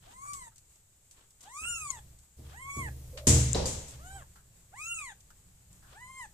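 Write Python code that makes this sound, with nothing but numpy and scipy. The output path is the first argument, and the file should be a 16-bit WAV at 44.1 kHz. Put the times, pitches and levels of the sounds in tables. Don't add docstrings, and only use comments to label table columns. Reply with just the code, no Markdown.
import sys
import numpy as np
from scipy import signal
from scipy.fft import rfft, irfft, next_fast_len
from scipy.io import wavfile

SR = 44100
rng = np.random.default_rng(int(sys.argv[2]) if len(sys.argv) > 2 else 0)


def wav_record(signal):
    frames = np.transpose(np.atleast_2d(signal))
    bounded = np.clip(frames, -1, 1)
    quanta = np.round(bounded * 32767).astype(np.int16)
    wavfile.write(sys.argv[1], SR, quanta)


N = 279153
TIME = np.arange(N) / SR
CUTOFF_HZ = 14700

# start t/s, catch t/s, top t/s, end t/s, start f/Hz, top f/Hz, end f/Hz, flatness of
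# the top, mouth opens t/s, fundamental level/dB, octave level/dB, shrill level/dB, tilt/(dB per octave)
MEWS = [(0.046, 0.196, 0.315, 0.490, 516, 1161, 864, 2.8, 0.23, -47, -56, -49.5, -0.5),
        (1.450, 1.636, 1.695, 1.997, 702, 1420, 838, 1.6, 1.54, -42.5, -44, -40.5, -3),
        (2.510, 2.649, 2.787, 2.893, 464, 1126, 801, 4.7, 2.695, -46, -41, -48.5, 2.5),
        (3.979, 4.105, 4.163, 4.245, 513, 790, 446, 2.6, 4.03, -54.5, -52, -53.5, -1),
        (4.723, 4.854, 4.930, 5.130, 609, 1383, 773, 2.9, 4.770, -46.5, -41, -43.5, -3.5),
        (5.922, 6.062, 6.184, 6.263, 452, 1056, 812, 4.6, 6.17, -50.5, -46, -50, -0.5)]
# left lead/rad, left minus right/dB (fundamental, then octave)
REFLECTIONS = [(-2.5,1.5,4.5,-8.5),(0.73,0,-1.84,-4),(1,1.5,-2.5,-8),(-0.6,-4,-2,-2.5),(0.6,-6.5,-1.5,1),(0.43,4.5,1.4,-4)]
# t/s, half length/s, depth (0-1)
VOICE_BREAKS = [(0.123,0.021,0.5),(0.26,0.018,0.56),(0.485,0.063,0.48),(1.642,0.017,0.4),(1.798,0.016,0.27),(1.993,0.041,0.53),(2.694,0.0095,0.15),(2.918,0.04,0.7),(4.237,0.044,0.55),(5.007,0.017,0.24),(5.107,0.018,0.38),(6.269,0.0083,0.34)]
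# f/Hz, level/dB
WALL_GAIN = [(600,-6),(810,4),(950,-5),(1070,-1),(1170,3.5),(1310,-4),(1420,-0.5),(1650,-1),(1790,-2),(1950,-2),(2080,0),(2270,-3),(2500,-1.5),(2750,1.5)]
# pitch f/Hz, level/dB against the octave
THIRD_HARMONIC = [(550,-7.5),(800,-14),(1050,-19),(1250,-19.5),(1400,-41)]
# f/Hz, level/dB
MOUTH_GAIN = [(2200,-11),(3200,-3.5),(4300,-16),(5400,-17.5),(6300,-9.5),(7000,-2),(8200,1.5),(9600,-12),(12000,-19.5),(14500,-20)]
SMACKS = [(.517,-65,0.12),(4.356,-54.5,0.19),(5.303,-54.5,0.096),(5.825,-60.5,0.84)]
SMACK_COLOUR = [(450,-13),(800,1.5),(1100,2),(1350,8.5),(1650,7),(2200,-12),(4000,-8),(9000,-11.5)]

CLAW_TICKS = [(0.3324,-32,0.14),(0.558,-48.5,0.12),(0.579,-41,0.057),(.757,-49,0.044),(1.1105,-41.5,0.11),(1.3057,-48,0.065),(1.406,-44,0.2),(1.429,-42.5,0.12),(1.877,-32,0.026),(1.9037,-30.5,0.1),(2.186,-48,0.09),(3.8803,-37,0.26),(5.203,-43,0.047),(5.303,-45.5,0.042),(5.7284,-41.5,0.021),(5.804,-55,0.032)]
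BRIGHT_COLOUR = [(500,-42),(2500,-22),(4800,-17),(6800,-10),(8000,-5.5),(9500,-17),(14500,-29)]
SNAPS = [(1.9034,-27,6780,0.022),(3.5319,-8.5,7440,0.0026)]
SOFT_RASPS = [(0.061,0.034,-60),(0.122,0.023,-60),(0.32,0.014,-71),(1.204,0.061,-66),(1.462,0.045,-60.5),(2.505,0.06,-58),(3.935,0.027,-57.5),(5.927,0.041,-59)]
SOFT_RASP_COLOUR = [(400,-4.5),(900,-2.5),(1600,-3.5),(2200,-8.5),(3200,-2.5),(4500,-9.5),(6000,-12),(14000,-24.5)]

DOOR_BLOWS = [(1.612,-56,-62.5,-90),(2.387,-47.5,-61.5,-78),(2.766,-35.5,-58,-79),(3.269,-15.5,-33.5,-18.5),(3.547,-35.5,-26,-41),(3.655,-43,-58,-32.5)]
DOOR_MODES = [(68.65,-1.5,0.99),(85.4,8.5,0.36),(123.16,0,1),(145.7,-1,0.57),(199.3,-9.5,0.59),(224.2,-12.5,0.39),(293,-12,0.51),(307,-10,0.44),(465,-12.5,0.56),(640,-12,0.35)]
THUD_COLOUR = [(25,-16),(48,-23),(100,-2),(170,-10),(215,-7),(370,-10),(700,-27),(3000,-65)]
SLAP_COLOUR = [(150,-2),(330,-10),(510,1.5),(700,-10.5),(950,-12),(1300,-24.5),(2600,-26),(4100,-18),(6000,-21),(12000,-86)]
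CLATTER_COLOUR = [(600,-17.5),(1500,-21),(2800,-17.5),(4300,-16.5),(5700,-11),(7200,-2),(8200,-6.5),(9500,-15),(12000,-20.5),(14500,-37)]
ROOM_DECAY = [(100,0.86),(500,0.62),(2000,0.9),(7000,0.64),(14000,0.48)]
HANDLE_CLACK = (3.173, -38.5, 0.12)
CLACK_COLOUR = [(500,-4),(1000,-2.5),(2100,1),(3000,2),(4300,1),(6000,-6),(8000,-3),(14000,-44)]
LATCH_PINGS = [(3.547,-25,3980,0.024),(3.548,-36,4880,0.031),(3.657,-28,4800,0.041)]
HINGE_CREAK = [(3.128,509,-72),(3.134,489,-49.5),(3.17,549,-47),(3.2,626,-50),(3.26,586,-48.5),(3.28,590,-64)]

RUMBLES = [(1.61,2.1,-54),(2.365,2.767,-51.5),(2.76,3.27,-46.5),(3.6,4.2,-50.5)]
RUMBLE_COLOUR = [(25,-8.5),(52,-19.5),(62,1.5),(69,3),(80,-4),(105,-19),(123,-3.5),(138,-12),(190,-28),(300,-28),(600,-31),(1200,-41),(3000,-42),(9000,-38)]
DULL_RUMBLES = [(0.0,0.3,-60),(.32,.42,-59.5),(1.6,2.15,-61.5),(3.9,5.7,-61.5),(5.7,6.33,-60)]
DULL_RUMBLE_COLOUR = [(25,-5),(49,0),(81,-7),(118,-1.5),(151,-13),(181,-8.5),(230,-24),(550,-26.5),(1200,-31.5),(3000,-34)]
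DRONE_COLOUR = [(20,-10),(40,-9),(70,-10.5),(130,-13),(220,-27.5),(1000,-71)]
HISS_COLOUR = [(200,-17),(400,-11.5),(1500,-16),(5000,-17),(6200,-14.5),(7000,-4.5),(8200,-4.5),(9200,-15.5),(14500,-17)]
WHINE_TONES = [(8000,-79),(14000,-95.5)]
STEREO_LIKENESS = [(100,1),(300,0.74),(600,0.26),(1200,0.059),(4000,0),(14000,0.088)]
STEREO_BALANCE = [(120,0),(280,-3.5),(600,-0.5),(1200,2),(4000,0.5),(6500,7),(8300,-2),(10000,-2),(14000,1)]


def kitten(voice_db=-1, echo_db=-7, echo_t60=0.16):
    voice, t = np.zeros((2, N)), np.arange(SR // 4) / SR
    for row, reflection in zip(MEWS, REFLECTIONS):
        add(voice, *mew(row, reflection))
    echo = noise([(1200, -9), (2500, -3.5), (6000, 1.5), (14000, -7)], len(t))
    echo *= from_db(-60 * t / echo_t60)
    echo /= np.sqrt(np.sum(echo ** 2) / 2)
    reflected = signal.fftconvolve(voice, echo, axes=1)[:, :N]
    return from_db(voice_db) * (voice + from_db(echo_db) * reflected)


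def mew(row, reflection, jitter=0.00442, rasp_jitter=0.048, breath_db=-19.5, fade_s=0.012):
    t, pitch, fundamental_db, octave_db, shrill_db, tilt_db = mew_shape(row, fade_s)
    size = len(t)
    croak = 0.5 * np.clip(1.5 - pitch / 650, 0, 1)
    rasp = croak + sum(depth * bump(t, s, width) for s, width, depth in VOICE_BREAKS)
    wobble = drift(70.12, size) + 0.65 * drift(600, size)
    pitch = pitch * (1 + jitter * wobble + rasp_jitter * rasp * drift(900, size))
    phase = 2 * np.pi * np.cumsum(pitch) / SR
    tone = 0
    for k, db, (lead, side_db) in zip((1, 2), (fundamental_db, octave_db), np.reshape(reflection, (2, 2))):
        gain = from_db(db + 2.56 * drift(80.3, size)) * pan(side_db)
        tone += gain * np.sin(k * phase - lead * np.array([[0], [1]]))
    tone += overtones(pitch, phase, octave_db, shrill_db, tilt_db)
    puffs = 1 + np.cos(phase)
    breath = from_db(shrill_db + breath_db) * noise(BRIGHT_COLOUR, size) * puffs
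    fade = np.clip(np.minimum(t - t[0], t[-1] - t) / fade_s, 0, 1)
    tremble = 1 + (0.041 + 0.57 * rasp) * drift(1000, size)
    return t[0], (np.sqrt(2) * tone + breath) * fade * from_db(-3 * rasp) * tremble


def mew_shape(row, fade_s, opening_s=0.016, fall_power=1.45):
    start, catch, top, end, start_hz, top_hz, end_hz, flatness, opens = row[:9]
    fundamental_db, octave_db, shrill_db, tilt_db = row[9:]
    t = np.arange(start - fade_s / 2, end + fade_s / 2, 1 / SR)
    to_climb = np.maximum((top - t) / (top - start), 0) ** flatness
    fallen = np.maximum((t - top) / (end - top), 0) ** fall_power
    pitch = top_hz - (top_hz - start_hz) * to_climb - (top_hz - end_hz) * fallen
    pitch *= 1 - 0.022 * bump(t, catch, 0.026)
    effort = np.log2(pitch / top_hz)
    shut = 1 / (1 + np.exp((t - opens) / opening_s))
    push_db = 2.5 * bump(t, end - 0.04, 0.034)
    fundamental_db += 10.5 * effort - 3.5 * shut + at_hz(WALL_GAIN, pitch) + push_db
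    octave_db += 13 * effort - 6.5 * shut + at_hz(WALL_GAIN, 2 * pitch) + push_db
    shrill_db += 20.5 * effort - 9 * shut
    return t, pitch, fundamental_db, octave_db, shrill_db, tilt_db


def overtones(pitch, phase, octave_db, shrill_db, tilt_db, highest=20, flutter_db=3.5):
    harmonics = np.arange(3, highest + 1)
    shrill_hz = harmonics[1:, None] * pitch
    mouth = from_db(at_hz(MOUTH_GAIN, shrill_hz) + tilt_db * np.log2(shrill_hz))
    mouth *= shrill_hz < CUTOFF_HZ
    shrill_gains = from_db(shrill_db) * mouth / np.linalg.norm(mouth, axis=0)
    third_gain = from_db(octave_db + at_hz(THIRD_HARMONIC, pitch))
    out = 0
    for k, gain in zip(harmonics, [third_gain, *shrill_gains]):
        flutter, shift = np.reshape([drift(39.1, len(pitch)) for _ in range(4)], (2, 2, -1))
        out += gain * from_db(flutter_db * flutter) * np.sin(k * phase + 1.54 * shift)
    return out


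def mouth_smacks():
    return bursts(SMACKS, SMACK_COLOUR)


def crawling(tick_db=-9, grain_db=2.5, tick_rise_s=0.00087, snap_rise_s=0.00023):
    out, t = np.zeros((2, N)), np.arange(SR // 4) / SR
    for s, db, t60 in CLAW_TICKS:
        crackle = noise(BRIGHT_COLOUR, len(t))
        crackle *= from_db(db + tick_db - 60 * t / t60 + grain_db * drift(786, len(t)))
        add(out, s, crackle * rise(t, tick_rise_s))
    for s, db, hz, t60 in SNAPS:
        add(out, s, pan(19) * rise(t, snap_rise_s) * ping(t, hz, db, t60))
    pressure = sum(from_db(db) * bump(TIME, s, width) for s, width, db in SOFT_RASPS)
    return out + pressure * noise(SOFT_RASP_COLOUR) * from_db(2 * drift(150))


def door(build_s=0.058, thud_db=-11):
    out, t = np.zeros((2, N)), np.arange(SR) / SR
    modes = sum((-1) ** k * ping(t, hz, db, t60) for k, (hz, db, t60) in enumerate(DOOR_MODES))
    crack = rise(t, 0.0012) * (1 + 0.2 * np.exp(-t / 0.00079))
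    thud, slap, clatter = (crack * room_ring(c) for c in (THUD_COLOUR, SLAP_COLOUR, CLATTER_COLOUR))
    boom = modes * rise(t, build_s) + from_db(thud_db) * thud
    for s, boom_db, slap_db, clatter_db in DOOR_BLOWS:
        add(out, s, from_db(boom_db) * boom + from_db(slap_db) * slap + from_db(clatter_db) * clatter)
    return out


def room_ring(colour):
    t, hz = np.arange(SR) / SR, np.fft.rfftfreq(SR, 1 / SR)
    spectrum, out = rfft(noise(colour, SR)), 0
    centres, t60s = np.transpose(ROOM_DECAY)
    for share, t60 in zip(np.eye(len(centres)), t60s):
        band = irfft(spectrum * at_hz(np.c_[centres, share], hz), SR)
        out += band * from_db(-60 * t / t60)
    return out


def handle_and_latch():
    out, t = bursts([HANDLE_CLACK], CLACK_COLOUR), np.arange(SR // 4) / SR
    for s, db, hz, t60 in LATCH_PINGS:
        add(out, s, ping(t, hz, db, t60))
    return out


def hinge(unevenness=0.086, octave_db=-23):
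    times, freqs, levels = np.transpose(HINGE_CREAK)
    pitch = np.interp(TIME, times, freqs) * (1 + unevenness * drift(250))
    phase = 2 * np.pi * np.cumsum(pitch) / SR
    groan = np.sin(phase) + from_db(octave_db) * np.sin(2 * phase)
    moving = (TIME > times[0]) & (TIME < times[-1])
    return moving * from_db(np.interp(TIME, times, levels)) * groan


def movement(spells, colour, rise_s=0.01, t60=0.57):
    gain = 0
    for start, end, db in spells:
        onset = np.clip((TIME - start) / rise_s, 0, 1)
        gain += onset * from_db(db - 60 * np.maximum(TIME - end, 0) / t60)
    return gain * noise(colour)


def background(drone_db=-68, hiss_db=-64.5):
    whine = sum(np.sqrt(2) * from_db(db) * np.sin(2 * np.pi * hz * TIME) for hz, db in WHINE_TONES)
    hiss = from_db(hiss_db + drift(21)) * noise(HISS_COLOUR)
    return from_db(drone_db) * noise(DRONE_COLOUR) + hiss + whine


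def bursts(rows, colour, rise_s=0.0016):
    out, t = np.zeros((2, N)), np.arange(SR // 4) / SR
    for s, db, t60 in rows:
        add(out, s, noise(colour, len(t)) * from_db(db - 60 * t / t60) * rise(t, rise_s))
    return out


def noise(colour, size=N):
    padded = next_fast_len(size, True)
    hz = np.fft.rfftfreq(padded, 1 / SR)
    mid, side = rfft(rng.standard_normal((2, padded)))
    alike = at_hz(STEREO_LIKENESS, hz)
    spectrum = np.sqrt(1 + alike) * mid + np.sqrt(1 - alike) * side * [[1], [-1]]
    out = irfft(spectrum * from_db(at_hz(colour, hz)), padded)[:, :size]
    return out / np.sqrt(np.mean(out ** 2) + 1e-20)


def drift(rate, size=N):
    knots = rng.standard_normal(size // 8 + 2)
    return np.interp(np.arange(size) * rate / SR, np.arange(len(knots)), knots) * np.sqrt(3 / 2)


def ping(t, hz, db, t60):
    return from_db(db - 60 * t / t60) * np.sin(2 * np.pi * hz * t)


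def rise(t, rise_s):
    return 1 - np.exp(-t / rise_s)


def bump(t, s, width):
    return np.exp(-((t - s) / width) ** 2)


def at_hz(points, hz):
    freqs, values = np.transpose(points)
    return np.interp(np.log(np.maximum(hz, 1)), np.log(freqs), values)


def from_db(db):
    return 10 ** (np.asarray(db) / 20)


def pan(db):
    return from_db(np.array([[0.5], [-0.5]]) * db)


def add(out, s, sound):
    start = int(round(s * SR))
    out[:, start:start + sound.shape[-1]] += sound[..., :N - start]


def scene():
    out = kitten() + mouth_smacks() + crawling()
    out += handle_and_latch() + door() + hinge()
    out += movement(RUMBLES, RUMBLE_COLOUR) + movement(DULL_RUMBLES, DULL_RUMBLE_COLOUR)
    return out + background()


def record(dry):
    size = next_fast_len(N + SR // 10)
    balance = pan(at_hz(STEREO_BALANCE, np.fft.rfftfreq(size, 1 / SR)))
    coloured = irfft(rfft(dry, size) * balance, size)[:, :N]
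    lowpass = signal.ellip(12, 0.1, 80, CUTOFF_HZ, fs=SR, output="sos")
    return signal.sosfilt(lowpass, coloured)


dry = scene()
out = record(dry)
wav_record(out)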